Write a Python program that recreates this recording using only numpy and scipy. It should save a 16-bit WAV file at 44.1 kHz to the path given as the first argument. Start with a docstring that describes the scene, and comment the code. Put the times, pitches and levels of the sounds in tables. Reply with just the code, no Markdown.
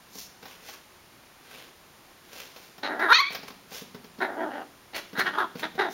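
"""In the bare room of a basement, a small puppy growls in play on the hard floor and once breaks into a yip.
Growls are rough voice pulses and puffs of air ringing a throat and mouth; the yip is a clean stack of
harmonics that flips up into a whistle voice. Paws land with thuds and claw ticks, and scuffs are swells
of grainy noise. The room adds reflections and a tail over which a steady hiss lies; a small camera with
gain control, a notch in the treble and an upper limit picks it all up."""
import sys
import numpy as np
from scipy import signal
from scipy.fft import rfft, irfft, next_fast_len
from scipy.io import wavfile
from scipy.ndimage import uniform_filter1d

SR = 44100
rng = np.random.default_rng(int(sys.argv[2]) if len(sys.argv) > 2 else 0)


def waveform_to_disk(signal):
    """Save audio, clipped to [-1, 1], as 16-bit WAV at the path in sys.argv[1]."""
    frames = np.transpose(np.atleast_2d(signal))
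    scaled = np.clip(frames, -1, 1) * 32767
    samples = np.round(scaled).astype(np.int16)
    wavfile.write(sys.argv[1], SR, samples)


N = 261556
TIME = np.arange(N) / SR
SIZE = next_fast_len(N, real=True)
HZ = np.fft.rfftfreq(SIZE, 1 / SR)


def growl(flutter_hz=100, puff_turns=0.51, low_db=-2.5, mid_db=-3.0, rasp_db=-3,
          upper_width=650, side_db=-5, treble_db=-34):
    """Uneven snaps of the vocal folds, each with a puff of air, ring the throat and mouth."""
    # low resonances of the throat at a pitch of 300 Hz:
    # (frequency [Hz], width of each smoothing pass [Hz], level before the overall levelling [dB])
    throat_table = [(290, 470, -0.5), (795, 232, 4)]
    jitter, shimmer, air, mouth_width = 0.15, 0.5, 1, 620  # width in Hz
    sounding, effort, mouth, rasp, hz, rough, mouth_hz, upper_hz = pushes()

    # the rougher the voice, the more its pitch jitters
    turns = np.cumsum(hz * (1 + jitter * rough ** 2 * wander(150))) / SR
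    folds = unit(sum(np.cos(2 * np.pi * k * turns) for k in np.arange(1, 24)))
    # each puff starts with a snap and dies away over a share of a turn
    puffs = unit(np.exp(-(turns % 1) / puff_turns) * rng.standard_normal(N))

    # loose tissue flaps more slowly than the folds and makes the pulses strong and weak
    flap = np.cos(2 * np.pi * np.cumsum(flutter_hz * (1 + 0.1 * wander(30))) / SR)
    unevenness = np.exp(shimmer * rough * (flap + 0.86 * wander(72)))
    drive = (folds + air * rough ** 2 * puffs) * unevenness

    # the larynx rises with the pitch and lifts the low resonances; the jaw trembles
    lift = (hz / 300) ** 0.3
    mouth_hz = mouth_hz * (1 + 0.05 * wander(20))

    # neighbouring resonances ring in opposite phase, which fills the valley between them
    low = np.zeros(N)
    for k, (f, width, db) in enumerate(throat_table):
        low += (-1) ** k * amp(db) * resonate(drive, f * lift, width)
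    side = resonate(drive, 1.28 * mouth_hz, mouth_width)
    mid = resonate(drive, mouth_hz, mouth_width) - amp(side_db) * side
    top = resonate(drive, upper_hz, upper_width) + amp(-6.0) * drive

    # the last part is a faint treble noise that rises and falls with the mouth level
    parts = [(band(low, 217, 1860), low_db),
             (band(mid, 380, 2050), mouth + mid_db),
             (band(top, 1030, 4130), rasp + rasp_db),
             (band(puffs, 9300, 13000), mouth + treble_db)]
    return sounding * sum(amp(effort + db) * steady(part, size=600) for part, db in parts)


def pushes():
    """Growl controls at every sample: they follow the slack, 0 at the peak of a push and 1 at its ends."""
    # growls, each row one push that swells and slackens; pushes that touch run on as one long growl:
    # (start [s], swell [s], fade [s], slackening [dB], then at the peak and before the trims in growl():
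    #  effort [dB], mouth over throat [dB], rasp over throat [dB], pitch [Hz], roughness [0-1],
    #  mouth resonance [Hz], upper resonance [Hz])
    push_table = np.array([(2.83, 0.0088, 0.049, 2.5, -31.5, 1.5, 0, 310, 0.92, 1630, 4210),
                           (2.888, 0.0085, 0.097, 8, -29.5, 1, -19, 295, 1, 1550, 3930),
                           (2.993, .04, 0.058, 4, -27.5, 6.5, -11.5, 391.5, .67, 1580, 3960),
                           (3.088, 0.038, 0.0079, 7.5, -26.5, 18.5, 4.5, 544.7, 0.63, 1370, 3920),
                           (4.205, 0.015, 0.049, 6, -25, 2.5, -11, 408.1, 0.87, 1660, 4065),
                           (4.275, 0.0088, 0.082, 6, -32.5, -4.5, -26, 302.4, 0.93, 1500, 3700),
                           (4.365, 0.058, 0.075, 6.5, -27, -6, -22.5, 339.4, 0.85, 1524, 3300),
                           (4.5, 0.0573, 0.078, 1.5, -34.5, -5.5, -16, 290, .8, 1540, 3100),
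                           (4.934, 0.014, 0.054, 5.5, -39, 3, 2, 320.4, 0.82, 2300, 4500),
                           (5.15, 0.063, .022, 13, -31.5, 14, 4.5, 378.6, 0.79, 1707, 4197),
                           (5.246, .022, 0.051, 11.5, -31.5, 10.5, 2, 379, .78, 1560, 3126),
                           (5.332, 0.015, 0.027, 2, -37, 6, -4, 309.1, 0.89, 1442, 3360),
                           (5.374, .012, 0.072, 8, -27, 8, -6, 416.7, 0.85, 1310, 3600),
                           (5.624, .012, .04, 10.5, -29, 3.5, 1, 350.3, 0.84, 1505, 3754),
                           (5.779, 0.015, 0.1, 10.5, -21.5, 0, -8, 429, 0.74, 1620, 3923)])
    rest_hz, pitch_sag = 279.3, 0.8  # resting pitch, and share of the way down to it
    jaw_drop, tongue_drop = 0.13, 0.084  # shares by which the mouth and upper resonances sink
    closing, smoothing = 0.71, 0.84  # dB that mouth and rasp lose, over the throat, per dB of slackening
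    glide_s = 0.005  # time the throat takes to start, stop or change

    row = np.maximum(np.searchsorted(push_table[:, 0], TIME, "right") - 1, 0)
    start, swell, fade, depth, effort, mouth, rasp, top_hz, rough, mouth_hz, upper_hz = push_table[row].T
    past_peak = TIME - start - swell
    slack = np.minimum(np.maximum(-past_peak / swell, past_peak / fade), 1)
    sounding = slack < 1
    loss = depth * slack
    hz = top_hz + (rest_hz - top_hz) * pitch_sag * slack
    controls = [sounding, effort - loss, mouth - closing * loss, rasp - smoothing * loss,
                hz, np.clip(rough, 0, 1),
                mouth_hz * (1 - jaw_drop * slack), upper_hz * (1 - tongue_drop * slack)]
    return uniform_filter1d(np.array(controls), round(glide_s * SR))


def yip(closing_hz=3500):
    """The voice squeals, breaks upward, and loses its fundamental and its treble as the mouth closes."""
    # the squeal: (time [s], pitch [Hz], level before the room [dB])
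    squeal_curve = [(3.122, 554, -55), (3.131, 592.4, -14.5), (3.139, 621, -23), (3.147, 616.8, -15),
                    (3.171, 663, -18.5), (3.185, 606, -24.5)]
    # the whistle voice it flips into: (time [s], pitch [Hz], level before closing and room [dB])
    whistle_curve = [(3.181, 1199, -39), (3.188, 1026, -18), (3.198, 1067, -20), (3.209, 1179, -19.5),
                     (3.221, 1072, -29), (3.231, 1121, -23.5), (3.252, 1104, -31), (3.29, 1174, -31.5)]
    thinning_db = np.interp(TIME, [3.22, 3.24], [3, -8])
    squeal = cry(squeal_curve, jitter=0.012, breathy_db=-15)
    whistle = cry(whistle_curve, jitter=0.014, breathy_db=-18, fundamental_db=thinning_db)
    closed = np.clip((TIME - 3.205) / 0.017, 0, 1)  # 0 open, 1 closed
    return squeal + (1 - closed) * whistle + closed * band(whistle, 480, closing_hz)


def cry(rows, jitter, breathy_db, fundamental_db=0):
    """A clean stack of harmonics sliding under the resonances of the open throat, with a little air."""
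    # wide-open throat: (frequency [Hz], relative level [dB])
    open_throat = [(600, -52), (1070, 3), (1240, -4), (1900, 1), (2350, 3.5), (3000, -7), (3850, 1.5),
                   (4400, 3), (5000, -19), (6200, -13), (7400, -37), (10000, -37), (13000, -22)]
    hz, level = follow(rows)
    turns = np.cumsum(hz * (1 + jitter * wander(270))) / SR
    on = gate(rows)
    live = on > 1e-6  # compute the harmonics only where they sound
    k = np.arange(1, 13)[:, None]  # harmonic numbers
    first_db = (k == 1) * (fundamental_db * np.ones(N))[live]
    heights = amp(read(open_throat, k * hz[live]) + first_db)
    lag = rng.random(k.shape)  # the throat delays each harmonic by its own share of a turn
    harmonics = heights * np.sin(2 * np.pi * (k * turns[live] + lag))
    voice = np.zeros(N)
    voice[live] = harmonics.sum(0) / np.sqrt((heights ** 2).sum(0) / 2)
    breath = amp(breathy_db) * noise(open_throat)
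    return on * amp(level + 1.3 * wander(140)) * (voice + breath)


def paws(claw_s=0.01, thud_db=3, claw_db=2, rise_s=0.0015, claw_rise_s=0.0018):
    """Each paw lands with a soft, quickly dying thud and a tick of claws."""
    # paw falls, before the trims thud_db and claw_db: (time [s], level [dB], claw click over thud [dB])
    paw_falls = [(0.154, -45.5, -2), (0.18, -50, 2), (0.426, -48.5, 7.5), (0.454, -54.5, 16),
                 (0.685, -53, 13.5), (2.561, -58, 18.5), (2.78, -49, 6), (2.993, -57, 20),
                 (3.303, -44.5, 6), (3.347, -48, 21.5), (3.387, -45, -9), (3.43, -42, 2), (3.503, -45, 3.5),
                 (3.716, -45, 5), (3.816, -39.5, -19), (3.945, -37, -5), (4.042, -44, 0.5),
                 (4.186, -39, -5), (5.13, -38, -5), (5.18, -30.5, -8), (5.553, -33, -7.5),
                 (5.752, -40.5, -3), (5.894, -45, -31)]
    # what a paw rings on the floor, before each fall detunes it a little:
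    # (frequency [Hz], relative level [dB], time to fall by 60 dB [s])
    thud_rings = [(193, 3, 0.047), (250.3, -3.5, 0.075), (431, 0, 0.045)]
    # colour of the claw noise: (frequency [Hz], relative level [dB])
    claw_colour = [(200, -5), (700, 10), (3000, 0.5), (5500, 0.5), (9000, -28), (15000, -5)]
    thud, claw = np.zeros((2, N))
    t = TIME[:SR // 5]
    soft = 1 - np.exp(-t / rise_s)
    tick = (1 - np.exp(-t / claw_rise_s)) * np.exp(-t / claw_s)
    for s, db, click_db in paw_falls:
        ring = np.zeros(len(t))
        for hz, level, t60 in thud_rings:
            detune = 1 + 0.06 * rng.standard_normal()
            ring += amp(level - 60 * t / t60) * np.sin(2 * np.pi * hz * detune * t)
        add(thud, s, amp(db) * soft * ring)
        add(claw, s, amp(db + click_db) * tick)
    return amp(thud_db) * band(thud, 137, 630) + amp(claw_db) * claw * noise(claw_colour)


def scuffs(grain_db=3.0, shape=1.8):
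    """Brief grainy rubbing: dull and bright noise that swells and fades while its level flickers."""
    # scuffs and swishes, levels before the grain:
    # (time of the peak [s], half length [s], dull part [dB], bright part [dB])
    strokes = [(0.195, 0.058, -59, -42.5), (0.507, 0.053, -50, -57.5), (0.695, 0.068, -49, -51),
               (1.564, 0.1, -49, -80), (2.39, 0.09, -47, -51.5), (2.63, 0.076, -57, -57),
               (3.332, 0.01, -39.5, -50), (3.485, 0.0089, -40.5, -53), (3.769, 0.05, -43.5, -43),
               (4.973, .024, -36.5, -48), (5.195, 0.018, -35, -66), (5.602, 0.026, -44, -53),
               (5.925, .025, -65, -46)]
    # colours of the two parts: (frequency [Hz], relative level [dB])
    dull_colour = [(100, -15.5), (400, 1.5), (950, -2.5), (3000, 0), (9000, -14)]
    bright_colour = [(500, -35), (2000, -2), (5800, 10.5), (9500, -2), (14500, 3.5)]
    dull, bright = np.zeros((2, N))
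    for s, half_length, dull_db, bright_db in strokes:
        stroke = np.exp(-abs((TIME - s) / half_length) ** shape)
        dull += amp(dull_db) * stroke
        bright += amp(bright_db) * stroke
    rubbing = dull * noise(dull_colour) + bright * noise(bright_colour)
    return rubbing * amp(grain_db * wander(183))


def hiss(level_db=-54):
    """Steady background noise of one colour and one level."""
    # colour: (frequency [Hz], relative level [dB])
    hiss_colour = [(15, -52), (25, -11), (240, -8), (322, -10.5), (359, -5), (410, -10.5), (1050, -9.5),
                   (1140, -10.5), (15500, -25)]
    return amp(level_db) * noise(hiss_colour)


def room(x, wet_db, early_db, early_s=0.013):
    """A quick cluster of floor and wall reflections, then a tail in which each band dies at its own speed."""
    # how long the tail rings: (frequency [Hz], time to fall by 60 dB [s])
    ring_times = [(150, 1), (500, 0.48), (1200, 0.36), (2500, 0.58), (4500, 0.57), (12000, 0.31)]
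    t = TIME[:SR]
    # about 3000 reflections a second, each with a random sign
    taps = rng.choice([-1., 1.], SR) * (rng.random(SR) < 3000 / SR) * (t > 0.002)
    hz, age, z = signal.stft(taps, SR, nperseg=256)
    decay = amp(-60 * age / read(ring_times, hz)[:, None])
    tail = signal.istft(z * decay, SR, nperseg=256)[1][:SR]
    early = rng.permutation(taps) * np.exp(-t / early_s) * (t > 0.001)
    echo = amp(wet_db) * tail / np.linalg.norm(tail) + amp(early_db) * early / np.linalg.norm(early)
    return x + signal.fftconvolve(x, echo)[:N]


def amp(db):
    """Decibels to gain."""
    return 10 ** (np.asarray(db) / 20)


def unit(x):
    """Scales to rms 1."""
    return x / np.sqrt(np.mean(x ** 2) + 1e-20)


def steady(x, size):
    """Scales to a running rms of 1, leaving the single pulses as they are; size is in samples."""
    power = uniform_filter1d(uniform_filter1d(x ** 2, size), size)
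    return x / np.sqrt(abs(power) + 1e-12)


def read(points, hz):
    """Reads a spectrum on a log-frequency axis."""
    f, value = np.transpose(points)
    return np.interp(np.log(hz + 1), np.log(f + 1), value)


def follow(rows):
    """The columns of a curve table at every sample."""
    s, *columns = np.transpose(rows)
    return [np.interp(TIME, s, c) for c in columns]


def noise(spectrum):
    """Noise of rms 1 with the given colour."""
    return unit(irfft(rfft(rng.standard_normal(SIZE)) * amp(read(spectrum, HZ)), SIZE)[:N])


def wander(rate_hz):
    """Random drift of rms 1, mostly slower than the given rate."""
    return unit(irfft(rfft(rng.standard_normal(SIZE)) / (1 + (HZ / rate_hz) ** 4), SIZE)[:N])


def gate(rows, gap=0.08):
    """1 while a call sounds, 0 before, after and in pauses of at least gap seconds, with soft edges."""
    s = np.transpose(rows)[0]
    sounding = np.r_[False, np.diff(s) < gap, False][np.searchsorted(s, TIME)]
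    return uniform_filter1d(sounding * 1., size=100)


def resonate(x, hz, width):
    """A steep resonance that follows the curve hz: shift down to zero, smooth twice, shift back."""
    turn = np.exp(2j * np.pi * np.cumsum(hz * np.ones(N)) / SR)
    r = np.exp(-np.pi * width / SR)
    smooth = signal.lfilter([(1 - r) ** 2], [1, -2 * r, r * r], x / turn)
    return 2 * (turn * smooth).real


def band(x, lo_hz, hi_hz):
    """Steep band-pass."""
    return signal.sosfilt(signal.butter(3, [lo_hz, hi_hz], "band", fs=SR, output="sos"), x)


def add(mix, s, sound):
    """Adds a sound into the mix at time s."""
    part = mix[round(s * SR):][:len(sound)]
    part += sound[:len(part)]


def scene():
    """The puppy in its room over a hiss; it yips right below the camera, so with weaker early reflections."""
    growls = room(growl(), wet_db=-12.5, early_db=-7)
    yelp = room(yip(), wet_db=-12, early_db=-9)
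    feet = room(paws() + scuffs(), wet_db=-7, early_db=-9.5)
    return (growls + yelp + feet + hiss())[None]


def record(dry, threshold_db=-22, squeeze=0.06, recovery_db=35,
           notch_hz=7950, notch_width_hz=750, edge_hz=15900):
    """Gain control gently turns down loud sounds; then come the camera's notch and its upper band limit."""
    power_db = 10 * np.log10(abs(uniform_filter1d(dry[0] ** 2, size=400)) + 1e-12)
    # the held level jumps up at once and sinks by recovery_db per second
    fall = TIME * recovery_db
    held_db = np.maximum.accumulate(power_db + fall) - fall
    over_db = np.maximum(held_db - threshold_db, 0)
    # the gain follows smoothly, over about 400 samples
    ducked = dry * amp(-squeeze * signal.lfilter([1 / 400], [1, 1 / 400 - 1], over_db))
    b, a = signal.iirnotch(notch_hz, notch_hz / notch_width_hz, SR)
    notched = signal.lfilter(b, a, signal.lfilter(b, a, ducked))  # two passes deepen and widen it
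    low_pass = signal.firwin(511, edge_hz, window=("kaiser", 9), fs=SR)
    return signal.oaconvolve(notched, low_pass[None], "same")


dry = scene()
out = record(dry)
waveform_to_disk(out)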